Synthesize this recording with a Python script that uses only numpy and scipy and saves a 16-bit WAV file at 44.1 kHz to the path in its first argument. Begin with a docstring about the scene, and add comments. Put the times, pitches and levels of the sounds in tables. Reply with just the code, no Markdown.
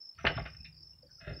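"""Crickets chirp in the grass outside a porch, first and throughout, each wing stroke a falling pip.
A young goat gets up and shifts on a wooden rocking chair: the rockers rumble over the floor,
hooves knock on the frame and thud on the seat, and a dry joint sticks and slips in a creak
as the weight moves forward."""
import sys
import numpy as np
from scipy import signal
from scipy.fft import rfft, irfft
from scipy.io import wavfile
from scipy.ndimage import uniform_filter1d

SR = 44100
rng = np.random.default_rng(int(sys.argv[2]) if len(sys.argv) > 2 else 0)


def bounce(signal):
    """Save signal as a 16-bit WAV file at the path given by the first command-line argument."""
    frames = np.transpose(np.atleast_2d(signal))
    limited = np.clip(frames, -1, 1)
    pcm = np.round(limited * 32767).astype(np.int16)
    wavfile.write(sys.argv[1], SR, pcm)


N = 61739
T = np.arange(N) / SR


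def from_db(db):
    """Decibels to gain."""
    return 10 ** (np.asarray(db) / 20)


def unit_rms(x):
    """Scale to unit rms."""
    return x / np.sqrt(np.mean(x ** 2) + 1e-20)


def unit_energy(x):
    """Scale to unit energy."""
    return x / np.sqrt(np.sum(x ** 2) + 1e-20)


def envelope(rows):
    """Gain over time from rows of time_s, level_db."""
    return from_db(np.interp(T, *np.transpose(rows)))


def add(out, start_s, x):
    """Mix x into out from start_s."""
    i = int(np.clip(start_s * SR, 0, N - 1))
    out[i:i + len(x)] += x[:N - i]


def butter(x, hz, kind, order=2):
    """Butterworth filter."""
    sos = signal.butter(order, np.clip(hz, 10, .45 * SR), kind, fs=SR, output="sos")
    return signal.sosfilt(sos, x + 1e-18)


def pole_pair(hz, width_hz):
    """Coefficients of one resonance."""
    r = np.exp(-np.pi * width_hz / SR)
    return np.array([1, -2 * r * np.cos(2 * np.pi * hz / SR), r * r])


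def resonate(x, hz, width_hz):
    """One resonance, unit peak gain."""
    poles = pole_pair(hz, width_hz)
    return signal.lfilter((1 - poles[2]) / 2 * np.array([1, 0, -1]), poles, x + 1e-18)


def noise(spectrum):
    """Noise from rows of freq_hz, density_db."""
    hz, db = np.transpose(spectrum)
    bins_hz = np.arange(N + 1) * SR / (2 * N)
    gain = from_db(np.interp(np.log(bins_hz + 1), np.log(hz), db))
    return irfft(rfft(rng.standard_normal(2 * N)) * gain)[:N] * np.sqrt(SR / 2)


def scatter(x, t60_s, build_s):
    """Dense reflections that build up and die away."""
    t = T[:SR]
    tail = rng.standard_normal(SR) * from_db(-60 * t / t60_s) * (1 - np.exp(-t / build_s))
    return signal.fftconvolve(x, unit_energy(tail))[:N]


STROKE_S = 0.015
GARDEN_T60_S, GARDEN_BUILD_S = 0.18, 0.0296


def wing_stroke(pitch_hz, sag_hz_per_s):
    """A pure pip that swells, fades and falls in pitch."""
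    t = np.arange(-STROKE_S / 2, STROKE_S / 2, 1 / SR)
    cycles = pitch_hz * t - sag_hz_per_s * t * t / 2
    return np.cos(np.pi * t / STROKE_S) ** 2 * np.sin(2 * np.pi * cycles)


# first_stroke_s, strokes, level_db, pitch_hz, swell_db_per_stroke
CHIRPS = [(0.017, 3, -46, 5248, 2), (0.004, 3, -50.5, 5285, -0.5), (0.320, 3, -46, 5260, 0),
          (0.369, 1, -43, 5280, 0), (0.425, 3, -55, 4770, -1.5), (0.442, 2, -51, 5290, -7),
          (0.537, 1, -49, 5190, 11), (0.571, 3, -43.5, 5244, 0.4), (0.730, 3, -54.5, 4890, 1),
          (0.750, 3, -58, 4710, 1.5), (0.779, 1, -51, 5100, 0), (0.834, 3, -47, 5284, 0.5),
          (0.989, 2, -54.5, 5186, 1), (1.032, 2, -59.5, 4740, 3), (1.116, 3, -49.5, 5128, 1),
          (1.298, 3, -53.5, 5210, 5), (1.347, 2, -54, 4840, -8), (1.368, 1, -45, 5224, -11)]


def near_crickets(spacing_s=.039):
    """Chirps of one to three evenly spaced wing strokes."""
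    out = np.zeros(N)
    for first_s, strokes, level_db, pitch_hz, swell_db in CHIRPS:
        pip = wing_stroke(pitch_hz, sag_hz_per_s=25000)
        for k in range(round(strokes)):
            add(out, first_s + k * spacing_s - STROKE_S / 2, from_db(level_db + k * swell_db) * pip)
    return out


# time_s, relative_db
CHORUS_ENVELOPE = [(0, -49), (0.09, -50.5), (0.14, -60), (0.21, -66.5), (0.29, -53), (0.4, -58.5),
                   (0.52, -57.5), (0.56, -61.5), (0.63, -52.5), (0.72, -63.5), (0.84, -55), (0.92, -56.5),
                   (0.97, -67), (1.09, -68.5), (1.125, -55.5), (1.2, -53.5), (1.26, -66.5), (1.4, -55.5)]
# start_s, length_s, relative_db, pitch_hz
TRILLS = [(0.19, .11, -60, 5840), (0.46, .13, -68.5, 5780), (0.83, .11, -72, 5840),
          (1.11, .11, -65.5, 5850), (0.151, .03, -66, 4560), (1.08, .13, -72, 4560)]


def far_crickets(chorus_hz=5302, spread_hz=96, sag_hz_per_s=24000):
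    """Overlapping strokes blur into a shimmer; faint trills stand above and below it in pitch."""
    chorus_strokes_per_s, trill_strokes_per_s = 320, 45
    chorus, trills = np.zeros(N), np.zeros(N)
    for k, (late, detune) in enumerate(rng.standard_normal((SR // 50, 2))):
        start_s = (k + late / 2) / chorus_strokes_per_s
        if start_s < T[-1]:
            add(chorus, start_s, wing_stroke(chorus_hz + spread_hz * detune, sag_hz_per_s))
    for start_s, length_s, relative_db, pitch_hz in TRILLS:
        pip = from_db(relative_db) * wing_stroke(pitch_hz, sag_hz_per_s)
        for centre_s in np.arange(start_s, start_s + length_s, 1 / trill_strokes_per_s):
            add(trills, centre_s - STROKE_S / 2, pip)
    shimmer = from_db(-4.5) * envelope(CHORUS_ENVELOPE) * unit_rms(chorus)
    reflections = scatter(trills, GARDEN_T60_S, GARDEN_BUILD_S)
    return shimmer + from_db(0.5) * trills + from_db(-3) * reflections


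# freq_hz, density_db
AIR_SPECTRUM = [(30, -112), (60, -102), (150, -105), (400, -108), (1000, -113), (3000, -121), (8000, -124),
                (15000, -124)]


def air():
    """Faint, steady hiss of air."""
    return noise(AIR_SPECTRUM)


# time_s, relative_db
RUMBLE_ENVELOPE = [(0, -90), (0.125, -92), (0.16, -61), (0.2, -53.5), (0.235, -48.5), (0.27, -39.5),
                   (0.34, -44.5), (0.385, -35), (0.45, -45.5), (0.52, -52), (0.62, -50), (0.74, -58.5),
                   (0.87, -60), (1.0, -62.5), (1.2, -64), (1.235, -57), (1.32, -41), (1.4, -55)]
# freq_hz, relative_db
RUMBLE_SPECTRUM = [(25, -31), (40, -10), (60, 4), (85, -3.5), (115, -6), (155, -5.5), (200, -20),
                   (300, -35), (600, -52.5), (2500, -100)]


def rockers():
    """Runners roll over the rough floor: an even rumble that swells and ebbs."""
    rumble = noise(RUMBLE_SPECTRUM)
    running_rms = np.sqrt(uniform_filter1d(rumble ** 2, size=2200) + 1e-20)
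    return from_db(-2.5) * envelope(RUMBLE_ENVELOPE) * rumble / running_rms


# start_s, relative_db, low_hz, high_hz, grind_s
KNOCKS = [(0.149, -67, 2180, 4580, 0.0089), (0.179, -43.5, 1144, 3090, 0.042),
          (0.184, -42.5, 1304, 1393, 0.0034), (0.188, -61, 648, 724, 0.0085),
          (0.2438, -29, 150, 1000, 0.0029), (0.2495, -24, 310, 1160, 0.00036),
          (0.2508, -23.5, 1040, 2750, 0.0056), (0.258, -56, 255.6, 2210, 0.0077),
          (0.266, -22.5, 1490, 4470, 0.0034), (0.268, -20, 500, 2200, 0.0026),
          (0.272, -21.5, 2576, 3104, 0.002), (0.296, -31, 190, 1047, 0.01),
          (0.3641, -38, 1720, 3600, 0.011), (0.375, -33, 970, 1574, 0.0041), (0.378, -37, 574, 727, 0.0018),
          (0.383, -35, 200, 960, 0.0084), (0.396, -41, 1656, 2860, 0.0088), (0.453, -37, 1140, 2970, 0.01),
          (0.455, -44, 176.8, 930, 0.0047), (0.547, -55, 1300, 3100, 0.0021),
          (0.583, -60, 2440, 2640, 0.011), (0.620, -64, 2470, 2730, 0.0042),
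          (0.646, -49, 1734, 2760, 0.0091), (0.649, -50, 3340, 4320, 0.006),
          (0.651, -46.5, 2305, 2745, 0.005), (0.794, -64.5, 301, 369, .003),
          (0.929, -69, 2710, 2940, 0.0025), (1.027, -51, 489, 590, 0.0029), (1.038, -62, 260, 330, .004),
          (1.046, -77, 3150, 3350, .004), (1.089, -64.5, 1456, 1753, .012),
          (1.183, -65.5, 1300, 1450, 0.0019), (1.270, -41.5, 233, 560, 0.0047),
          (1.275, -37, 543, 619, 0.0027), (1.297, -40, 260, 583, 0.018), (1.327, -47, 232, 560, 0.019),
          (1.364, -48.5, 260, 348, 0.0049)]
# freq_hz, width_hz, lift_db
FRAME_PEAKS_AND_DIPS = [(310, 84, 4.5), (424, 26, 0), (693, 43, 7), (760, 33.6, 3), (846, 53, 6),
                        (1027, 70, -9), (1128, 52, 2), (1201, 57, 6), (1303, 17, 2), (1564, 55, 7.5),
                        (1738, 12, 2.5), (1835, 45, 7), (2090, 42, 4), (2120, 40, 3), (2445, 35, 7),
                        (2686, 47, 2), (2890, 93, 4.5), (3300, 390, -4), (3605, 95, 4), (3600, 33, 4),
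                        (4150, 220, -5), (4480, 40, 5)]


def hoof_knocks(grains_per_s=4000, grind_db=5, top_hz=4650):
    """Each contact is a click and a brief grind, coloured by where it lands and rung by the frame."""
    out, t = np.zeros(N), T[:SR // 8]
    for start_s, relative_db, low_hz, high_hz, grind_s in KNOCKS:
        swell = np.sqrt(t / grind_s) * np.exp(-t / grind_s)
        grains = rng.standard_normal(len(t)) * (rng.random(len(t)) < grains_per_s / SR)
        force = signal.unit_impulse(len(t)) + from_db(grind_db) * grains * swell
        knock = butter(force, [low_hz, high_hz], "band", order=3)
        add(out, start_s, from_db(relative_db + 19) * unit_energy(knock))
    for freq_hz, width_hz, lift_db in FRAME_PEAKS_AND_DIPS:
        zeros = pole_pair(freq_hz, width_hz * from_db(max(lift_db, 0)))
        poles = pole_pair(freq_hz, width_hz * from_db(max(-lift_db, 0)))
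        out = signal.lfilter(zeros, poles, out)
    return butter(out, top_hz, "low", order=10)


# start_s, push_db
THUDS = [(0.2456, -32), (0.2585, -28), (0.276, -27.5), (0.3646, -25), (0.401, -33), (0.416, -34),
         (0.455, -59), (0.603, -43), (0.649, -46), (1.225, -43), (1.275, -33), (1.295, -37), (1.312, -32.5)]
# freq_hz, gain_db, t60_s
SEAT_MODES = [(57.76, -17, .2), (93, -11.5, 0.04), (121, -4.5, 0.078), (155.23, -9.5, .42),
              (187, -8, 0.041), (251, -7.5, .1)]


def seat_thuds(push_s=.005):
    """Weight lands through the cushion; soft pushes ring the low modes of seat and floor."""
    force, out = np.zeros(N), np.zeros(N)
    pulse = np.sin(np.pi * np.minimum(T[:SR // 20] / push_s, 1)) ** 2
    for start_s, push_db in THUDS:
        add(force, start_s, from_db(push_db) * pulse / pulse.sum())
    for freq_hz, gain_db, t60_s in SEAT_MODES:
        poles = pole_pair(freq_hz, width_hz=np.log(1000) / (np.pi * t60_s))
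        out += from_db(gain_db) * signal.lfilter([np.sin(2 * np.pi * freq_hz / SR)], poles, force)
    return out


# time_s, relative_db
JOINT_FORCE = [(1.198, -68), (1.208, -55), (1.225, -49), (1.245, -51.5), (1.26, -52), (1.275, -45),
               (1.30, -43), (1.322, -49.5), (1.345, -59.5), (1.385, -66.5), (1.396, -45)]
# freq_hz, stage_width_hz, relative_db
JOINT_MODES = [(440, 85, -12), (597.7, 36, 3), (638, 68, 1), (1104, 43, -13.5), (1400, 176, -2),
               (1628, 180, 3.5), (1862, 67, 3.5), (2035, 69, 2), (2570, 70, 0), (2790, 210, -6),
               (3000, 110, -21), (3190, 160, -16), (3626, 220, -12.5), (4240, 67, -14.5)]


def joint_creak(slips_per_s=380, jitter=.4, spread_db=3.5):
    """A dry joint sticks and slips unevenly, harder as force grows; each slip rings its modes."""
    gap_draws, size_draws = rng.standard_normal((SR // 100, 2)).T
    slip_s = JOINT_FORCE[0][0] + np.cumsum(np.exp(jitter * gap_draws)) / slips_per_s
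    slips, inside = np.zeros(N), slip_s < T[-1]
    slips[(slip_s[inside] * SR).astype(int)] = from_db(spread_db * size_draws[inside])
    click = signal.unit_impulse(SR // 8)
    # two stages per mode for steep sides
    ring = sum(from_db(db) * resonate(resonate(click, hz, width_hz), hz, width_hz)
               for hz, width_hz, db in JOINT_MODES)
    creak = signal.fftconvolve(slips * envelope(JOINT_FORCE), unit_energy(ring))[:N]
    return from_db(-4) * np.sqrt(SR / slips_per_s) * creak


def scene():
    """The chair with close reflections and a duller porch-roof tail; crickets and air outside."""
    porch_build_s, tail_top_hz = 0.0073, 3300
    wood = hoof_knocks() + joint_creak()
    tail = butter(scatter(wood, t60_s=0.39, build_s=porch_build_s), tail_top_hz, "low")
    close = scatter(wood, t60_s=0.12, build_s=porch_build_s)
    chair = wood + from_db(-5) * close + from_db(-12) * tail
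    chirps = near_crickets()
    garden = chirps + from_db(-8.5) * scatter(chirps, GARDEN_T60_S, GARDEN_BUILD_S) + far_crickets()
    return (chair + seat_thuds() + rockers() + garden + air())[None]


def record(dry):
    """The small microphone loses the deepest bass; the top is cut steeply."""
    low_hz, top_hz = 45.4, 15700
    top_cut = signal.ellip(10, .1, 70, top_hz, fs=SR, output="sos")
    return signal.sosfilt(top_cut, butter(dry, low_hz, "high"))


dry = scene()
out = record(dry)
bounce(out)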